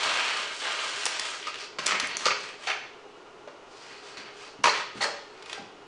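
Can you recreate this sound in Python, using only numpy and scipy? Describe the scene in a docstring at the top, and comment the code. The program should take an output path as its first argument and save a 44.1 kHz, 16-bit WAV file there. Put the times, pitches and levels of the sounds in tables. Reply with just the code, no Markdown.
"""A knife slits the packing tape of a cardboard box on a table: the blade rasps in sticks and slips.
Taut tape snaps and rips in bursts of fractures; hands slide over the board and knock it.
Freed flaps clatter in quickening rebounds; the steel squeaks as it is pulled out of the seam.
Filtered noise makes the ventilation underneath; a small hard-walled room echoes all but that."""
import sys
import numpy as np
from scipy import signal
from scipy.fft import rfft, irfft
from scipy.io import wavfile
from scipy.ndimage import uniform_filter1d, map_coordinates

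SR = 44100
rng = np.random.default_rng(int(sys.argv[2]) if len(sys.argv) > 2 else 0)


def digitize_waveform(pressure):
    """Quantize a signal to 16-bit integers and store it at the path in sys.argv[1].

    Rows of a 2-D input are taken as channels; values are limited to [-1, 1].
    """
    field = np.atleast_2d(pressure).T
    bounded = np.clip(field, -1, 1)
    quanta = np.round(bounded * 32767).astype(np.int16)
    wavfile.write(sys.argv[1], SR, quanta)


N = 258861
TIME = np.arange(N) / SR

# hands and flaps sliding on the box: peak t/s, length/s, relative board rasp/dB, relative tape hiss/dB
RUBS = [(1.895, 0.2, -26.5, -37.5), (2.035, 0.089, -28.5, -39), (2.125, 0.14, -30.5, -49),
        (2.225, 0.099, -31.5, -36.5), (2.315, 0.035, -21.5, -46), (2.44, 0.28, -43, -47.5),
        (2.64, 0.13, -40, -44.5), (4.76, 0.14, -26, -40), (4.975, 0.092, -36.5, -46),
        (5.032, .065, -27.5, -28)]
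RUB_RISE = 0.45  # share of a rub spent speeding up
# resonances of the box panels: f/Hz, width/Hz, relative level/dB
PANEL_MODES = [(582.5, 41, 6), (963, 23, -3), (1164, 135, -5), (1265, 100, -1), (1590, 130, -0.5),
               (1944, 110, -2.5), (1950, 400, -0.5), (2310, 510, -1), (2810, 140, -12.5), (2775, 15, -29),
               (4450, 220, 5.5), (6060, 300, 3)]
# spectrum of a dull box thud: f/Hz, level/dB
THUD = [(40, -23), (90, -3), (130, 0.5), (190, 7.5), (300, 5.5), (600, -18.5), (2000, -41)]


def undb(db):
    """Decibels to gain."""
    return 10 ** (np.asarray(db) / 20)


def unit(x):
    """Scale to rms 1."""
    return x / np.sqrt(np.mean(x ** 2))


def sized(x, db):
    """Give a short sound the energy of 5 ms at this rms level."""
    return x * undb(db) * np.sqrt(0.005 * SR / np.sum(x ** 2))


def add(track, t_s, x):
    """Mix a sound into the track at its time."""
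    i = int(t_s * SR)
    track[i:i + len(x)] += x[:N - i]


def through(x, response):
    """Convolve with an impulse response, keeping the length."""
    return signal.fftconvolve(x, response)[:len(x)]


def along(points, hz):
    """Interpolate (Hz, value) points on a log-frequency axis."""
    f, value = np.transpose(points)
    return np.interp(np.log(hz + 1), np.log(f), value)


def colour(points, size=2048):
    """Minimum-phase impulse response with this (Hz, dB) spectrum, by folding the cepstrum."""
    level_db = along(points, np.fft.rfftfreq(size, 1 / SR))
    cepstrum = irfft(np.log(undb(level_db)))
    cepstrum[1:size // 2] *= 2
    cepstrum[size // 2 + 1:] = 0
    return irfft(np.exp(rfft(cepstrum)))


def ring(modes, size=2048):
    """Impulse response of damped modes (Hz, width Hz, dB); bandwidth sets the decay."""
    t = TIME[:size]
    response = np.zeros(size)
    for hz, width_hz, db in modes:
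        peak_scale = 2 * np.pi * width_hz / SR
        decay = np.exp(-np.pi * width_hz * t)
        response += undb(db) * peak_scale * decay * np.cos(2 * np.pi * hz * t)
    return response


def resonate(x, modes):
    """A sound together with its response through damped modes."""
    return x + through(x, ring(modes))


def hump(hz, below_db, above_db, count=3):
    """Spectrum with its corner at hz and a slope in dB per octave away from it on each side."""
    low = (hz / 2 ** count, below_db * count)
    high = (hz * 2 ** count, above_db * count)
    return colour([low, (hz, 0), high])


def walk(rate_hz, size=N):
    """Smooth random wandering through rate_hz knots per second, spread near 1."""
    knots = rng.standard_normal(4096)
    return map_coordinates(knots, [TIME[:size] * rate_hz], order=2, mode="wrap")


def gain_curve(rows, axis):
    """Gain from one dB column of a continuous cut, silent after it."""
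    gain = np.interp(TIME, rows[:, 0], undb(rows[:, axis]), right=0)
    return uniform_filter1d(gain, size=256)


def swells(table, rise, axis):
    """Gain of separate strokes: each speeds up to its peak, then slows to a stop."""
    gain = np.zeros(N)
    for row in table:
        peak_s, length_s = row[:2]
        corners_s = [-rise * length_s, 0, (1 - rise) * length_s]
        gain += undb(row[axis]) * np.interp(TIME - peak_s, corners_s, [0, 1, 0])
    return gain


def slips(rate_hz, spread_db):
    """Tiny slips at random moments, uneven in strength and random in sign."""
    happen = rng.random(N) < rate_hz / SR
    size = undb(spread_db * np.minimum(rng.standard_normal(N), 2.5))
    return unit(happen * size * rng.choice([-1, 1], N))


def crush(ms, spread_db=4, size=8192):
    """Fibres giving way: tiny fractures of uneven strength, dying away with time constant ms."""
    uneven = undb(spread_db * np.tanh(walk(506, size=size)))
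    return uneven * rng.standard_normal(size) * np.exp(-TIME[:size] * 1000 / ms)


def blow(db, hz, ring_db, bass_db, treble_db, ms, spot_width_hz=60):
    """A blow crushes a little board, rings the struck spot and then the panels."""
    # board spectrum: f/Hz, level/dB
    board = [(60, -46), (250, -13), (450, 2), (750, -2), (1100, 3.5), (1600, -2), (2500, -2), (4500, -5),
             (7000, -13.5), (10000, -30)]
    contact = through(crush(ms), hump(hz, bass_db, treble_db))
    spot = resonate(contact, [(hz, spot_width_hz, ring_db)])
    modes = [(mode_hz, width_hz, mode_db - 6.5) for mode_hz, width_hz, mode_db in PANEL_MODES]
    return sized(through(spot, resonate(colour(board), modes)), db)


def scraping(board_gain, tape_gain, flute_hz, catch_db, ring_db, travel_db):
    """An edge sticks and slips over the board, catching on its flutes; the tape film crackles."""
    # spectrum of board rasp: f/Hz, level/dB
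    rasp_points = [(50, -46), (170, -22), (400, -7), (750, 0.5), (1250, 4), (2000, -0.5), (2900, 3),
                   (4000, -2), (5500, -12.5), (10000, -43)]
    # spectrum of tape hiss: f/Hz, level/dB
    hiss_points = [(1000, -42), (3000, 3.5), (4700, 1), (5800, 0), (7300, -1.5), (8800, -6), (10300, -18.5)]
    catching = unit(undb(catch_db * np.tanh(walk(flute_hz)) + walk(22.47)))
    board = through(slips(2000, spread_db=1), colour(rasp_points))
    # each mode swells and fades as the edge travels over its crests and nodes
    modes = np.zeros(N)
    for mode in PANEL_MODES:
        travel = undb(ring_db + travel_db * np.tanh(walk(12)))
        modes += travel * through(board, ring([mode]))
    rasp = unit(board + modes)
    hiss = unit(through(slips(5000, spread_db=6.5), colour(hiss_points)))
    return undb(-3.5) * catching * (rasp * board_gain + hiss * tape_gain)


def tears(table, below_db, above_db):
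    """Taut tape parts in a burst of fractures coloured around one pitch."""
    out = np.zeros(N)
    # the narrow strip radiates little bass
    highpass = signal.butter(2, 380, "high", fs=SR, output="sos")
    for t_s, db, hz, ms in table:
        burst = through(crush(ms), hump(hz, below_db, above_db))
        add(out, t_s, sized(signal.sosfilt(highpass, burst), db))
    return out


def ventilation():
    """Steady air noise with a few faint, wavering duct resonances."""
    # air spectrum: f/Hz, level/dB
    vent = [(30, -12), (60, -22), (130, -10), (200, -14), (300, -4.5), (410, 1), (560, -4.5), (900, -3.5),
            (1350, -6.5), (1650, -13.5), (2900, -14), (3500, -18.5), (6500, -24.5), (10500, -43.5)]
    # duct resonances: f/Hz, width/Hz, relative level/dB
    duct_modes = [(414.4, 18, -3), (1078, 6.2, -18), (1411, 20, -12), (2880, 17, -15)]
    air = unit(through(rng.standard_normal(N), colour(vent)))
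    duct = unit(through(rng.standard_normal(N), ring(duct_modes)))
    duct_gain = undb(-6.5 + 0.6 * walk(5.0))
    return undb(-48.5) * (undb(-1.5) * air + duct_gain * duct)


def box_body():
    """The hollow box thuds on the table and its panels rumble under the hands."""
    # thuds: t/s, level/dB
    bumps = [(0.052, -46.5), (1.786, -41.5), (1.926, -40.5), (2.027, -39.5), (2.259, -40.5), (4.177, -45),
             (4.589, -41), (4.645, -38.5), (4.954, -38.5), (4.981, -43.5), (5.586, -42), (5.614, -45)]
    out, thud = np.zeros(N), colour(THUD)
    for t_s, db in bumps:
        add(out, t_s, sized(through(crush(ms=13.6), thud), db))
    rumble = unit(through(slips(400, spread_db=4), thud))
    # rumble level is relative to the board column of the rubs
    return out + undb(-29.5) * rumble * swells(RUBS, RUB_RISE, axis=2)


def knocks():
    """Hands and knife bump the cardboard: single blows."""
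    # t/s, level/dB, struck spot f/Hz, spot ring/dB, slope above the spot/(dB/octave), crush time/ms
    hits = [(1.064, -25.5, 1400, -10, -1, 5.1), (1.47, -26, 1200, 18, 2.5, 12),
            (1.786, -24, 1510, -1, 1.5, 28), (1.909, -24, 1310, -6, 2.5, 10),
            (1.921, -22, 1840, -7, -6, 3.1), (1.945, -26.5, 1460, -6, -15, 21),
            (2.263, -19, 542, 6, -1.5, 8.2), (2.305, -20.5, 2670, 8, -10, 13),
            (2.671, -21.5, 730, 16, 1.5, 30), (3.475, -34.5, 600, 9, -5, 17),
            (4.171, -35.5, 1510, -12, 3, 15), (5.006, -22, 810, 11, -4, 59), (5.040, -26, 1792, 22, -5, 11),
            (5.051, -24, 573, 7, -5.5, 41), (5.576, -35, 775, 22, -9, 27)]
    out = np.zeros(N)
    for t_s, db, hz, ring_db, treble_db, ms in hits:
        add(out, t_s, blow(db, hz, ring_db, -1.5, treble_db, ms))
    return out


def clatters(count=4):
    """A freed flap slaps the box and rebounds in a quickening, fading, duller run."""
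    # first slap: t/s, level/dB, nominal spot f/Hz, spot ring/dB, slope above the spot/(dB/octave),
    # crush time/ms, first gap/ms
    slaps = [(2.256, -17.5, 1220, 15.5, 4.5, 4.4, 11), (4.640, -12, 986, 3.5, -0.5, 9.9, 16.3)]
    rebound_ratio, loss_db, dull_db_per_octave = 0.84, -2, -1  # per rebound; ratio of gap and crush time
    scatter_octaves = 0.16  # each slap lands on a slightly different spot
    out = np.zeros(N)
    for t_s, db, hz, ring_db, treble_db, ms, gap_ms in slaps:
        for k in range(count):
            shrink = rebound_ratio ** k
            spot_hz = hz * 2 ** (scatter_octaves * rng.standard_normal())
            slope_db = treble_db + k * dull_db_per_octave
            slap = blow(db + k * loss_db, spot_hz, ring_db, -3.5, slope_db, ms * shrink)
            add(out, t_s, slap)
            t_s = t_s + shrink * gap_ms / 1000
    return out


def handling():
    """Hands and flaps slide over board and tape in stick-slip rubs."""
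    board, tape = swells(RUBS, RUB_RISE, axis=2), swells(RUBS, RUB_RISE, axis=3)
    return scraping(board, tape, flute_hz=139.4, catch_db=3.5, ring_db=-11.0, travel_db=22)


def squeaks(jitter=0.071, size=2048):
    """The blade sticks and slips almost regularly: short unsteady spurts, coloured around a few pitches."""
    # spurts: t/s, level/dB
    spurts = [(4.692, -20.5), (5.008, -27), (5.023, -23), (5.037, -24)]
    # partials: multiple of the slip rate, relative level/dB
    partials = [(1, -1.5), (2, 7), (3, -7), (4, -25)]
    # squeak colour: f/Hz, width/Hz, relative level/dB
    squeak_colour = [(1890, 150, 17), (4270, 110, 6), (6850, 42, 0)]
    slip_hz, spurt_ms = 2122, 9.2
    out = np.zeros(N)
    envelope = np.sin(np.pi * np.minimum(TIME[:size] * 1000 / spurt_ms, 1))
    for t_s, db in spurts:
        pitch_hz = slip_hz * (1 + jitter * walk(960, size=size))
        phase = 2 * np.pi * np.cumsum(pitch_hz) / SR
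        tone = sum(undb(partial_db) * np.sin(k * phase) for k, partial_db in partials)
        add(out, t_s, sized(resonate(envelope * tone, squeak_colour), db))
    return out


def tape_snaps():
    """Tape snaps against the blade or the flaps; slack tape snaps lower and for longer."""
    # t/s, level/dB, snap f/Hz
    snap_rows = [(1.055, -22.5, 6360), (1.063, -23.5, 5330), (1.196, -25.5, 5050), (1.543, -34, 2820),
                 (1.556, -34.5, 2860), (1.862, -26.5, 6260), (1.866, -19, 6000), (1.878, -31, 6370),
                 (1.999, -22.5, 4870), (2.072, -37, 7600), (2.169, -25.5, 6100), (5.424, -43, 3500),
                 (5.459, -42.5, 3720), (5.497, -37, 3280), (5.53, -31.5, 3570)]
    ref_ms, ref_hz, slack_power = 2.4, 5600, 1.05
    timed = [(t_s, db, hz, ref_ms * (ref_hz / hz) ** slack_power) for t_s, db, hz in snap_rows]
    return tears(timed, below_db=-3.5, above_db=-14)


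def seam_rips():
    """Short rips of the seam: longer, steeper-sided bursts of fractures."""
    # t/s, relative level/dB, rip f/Hz, decay time constant/ms
    rip_rows = [(1.425, -23, 3130, 110), (2.675, -16.5, 1700, 44), (2.699, -14.5, 2330, 21),
                (4.636, -17.5, 5800, 43)]
    return undb(-7.0) * tears(rip_rows, below_db=-8.5, above_db=-18.0)


def short_strokes():
    """Short strokes scrape the end of the lid seam, then the side seams, all slightly muffled."""
    # strokes: peak t/s, length/s, relative board rasp/dB, relative tape hiss/dB
    strokes = [(1.14, 0.15, -38.5, -42), (1.485, 0.063, -36, -41), (1.615, .13, -37.5, -38.5),
               (3.77, 0.28, -56, -51.5), (3.915, 0.28, -44.5, -48.5), (4.09, 0.15, -42.5, -46),
               (4.205, 0.16, -42, -51), (4.29, 0.091, -42.5, -60), (4.42, 0.24, -44.5, -45.5),
               (5.39, 0.28, -50.5, -57.5), (5.53, 0.17, -38.5, -43.5)]
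    # muffling: f/Hz, level/dB
    muffle = [(400, 1.5), (1000, 0), (3300, -1.5), (4900, 1), (7000, -3), (10000, -3.5)]
    # faint stroke resonances: f/Hz, width/Hz, relative level/dB
    stroke_modes = [(2530, 110, -2), (4840, 220, -4.5)]
    rise = 0.47  # share of a stroke spent speeding up
    board, tape = swells(strokes, rise, axis=2), swells(strokes, rise, axis=3)
    scrape = scraping(board, tape, flute_hz=174, catch_db=0, ring_db=1.5, travel_db=5)
    return undb(-1.0) * resonate(through(scrape, colour(muffle)), stroke_modes)


def lid_cut():
    """One long pull of the blade along the lid seam, scraping board and tape."""
    # pull along the seam: t/s, relative board rasp/dB, relative tape hiss/dB
    pull = [(0.0, -26, -34), (0.168, -26.5, -36.5), (0.34, -32, -42), (0.37, -30.5, -37.5),
            (0.504, -37.5, -45), (0.588, -45, -41), (0.674, -27.5, -39), (0.756, -33, -40.5),
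            (1.04, -35.5, -38)]
    # run-out to the corner: t/s, relative board rasp/dB, relative tape hiss/dB
    runout = [(1.22, -36.5, -40.5), (1.246, -34.5, -37), (1.446, -50, -60), (1.46, -41, -45)]
    rows = np.concatenate([pull, runout])
    board, tape = undb(1) * gain_curve(rows, axis=1), undb(1) * gain_curve(rows, axis=2)
    return scraping(board, tape, flute_hz=166.5, catch_db=2.0, ring_db=-9.5, travel_db=9)


def room(gap_s, dense_s, size=32768):
    """Unit-energy echo: sparse reflections crowd into a diffuse tail, each band decaying at its own rate."""
    # decay: f/Hz, t60/s
    room_t60 = [(150, 0.76), (500, 0.54), (1500, 0.5), (3500, 0.63), (6000, 0.56), (10000, 0.22)]
    t, hz = TIME[:size], np.fft.rfftfreq(size, 1 / SR)
    density = np.clip((t / dense_s) ** 2, 0.01, 1)
    echoes = (rng.random(size) < density) * rng.choice([-1, 1], size) / np.sqrt(density)
    spectrum, tail = rfft(echoes), np.zeros(size)
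    # overlapping bands whose shares sum to 1
    for band, (_, t60_s) in zip(np.eye(len(room_t60)), room_t60):
        share = along([(f, weight) for (f, _), weight in zip(room_t60, band)], hz)
        tail += irfft(spectrum * share) * np.exp(-np.log(1000) * t / t60_s)
    tail = tail * np.clip(t / gap_s - 0.5, 0, 1)
    return tail / np.sqrt(np.sum(tail ** 2))


def scene():
    """All sources, each with its share of room echo; the blade squeaks and tape snaps are the most direct."""
    cutting = lid_cut() + short_strokes() + handling()
    blows = knocks() + clatters() + box_body()
    snaps, rips, blade = tape_snaps(), seam_rips(), squeaks()
    to_walls = undb(-3.5) * cutting + undb(-4.5) * blows
    to_walls += undb(-7.0) * snaps + undb(-4) * rips + undb(-9.5) * blade
    echo = through(to_walls, room(gap_s=0.0027, dense_s=0.12))
    direct = cutting + blows + snaps + rips + blade
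    return (direct + echo + ventilation())[None]


def record(dry):
    """Round the highest peaks by soft saturation and cut off the top of the treble."""
    top_hz = 10300
    rounded = np.tanh(1.5 * dry) / 1.5
    lowpass = signal.ellip(8, 0.3, 65, top_hz, fs=SR, output="sos")
    return signal.sosfilt(lowpass, rounded)


dry = scene()
out = record(dry)
digitize_waveform(out)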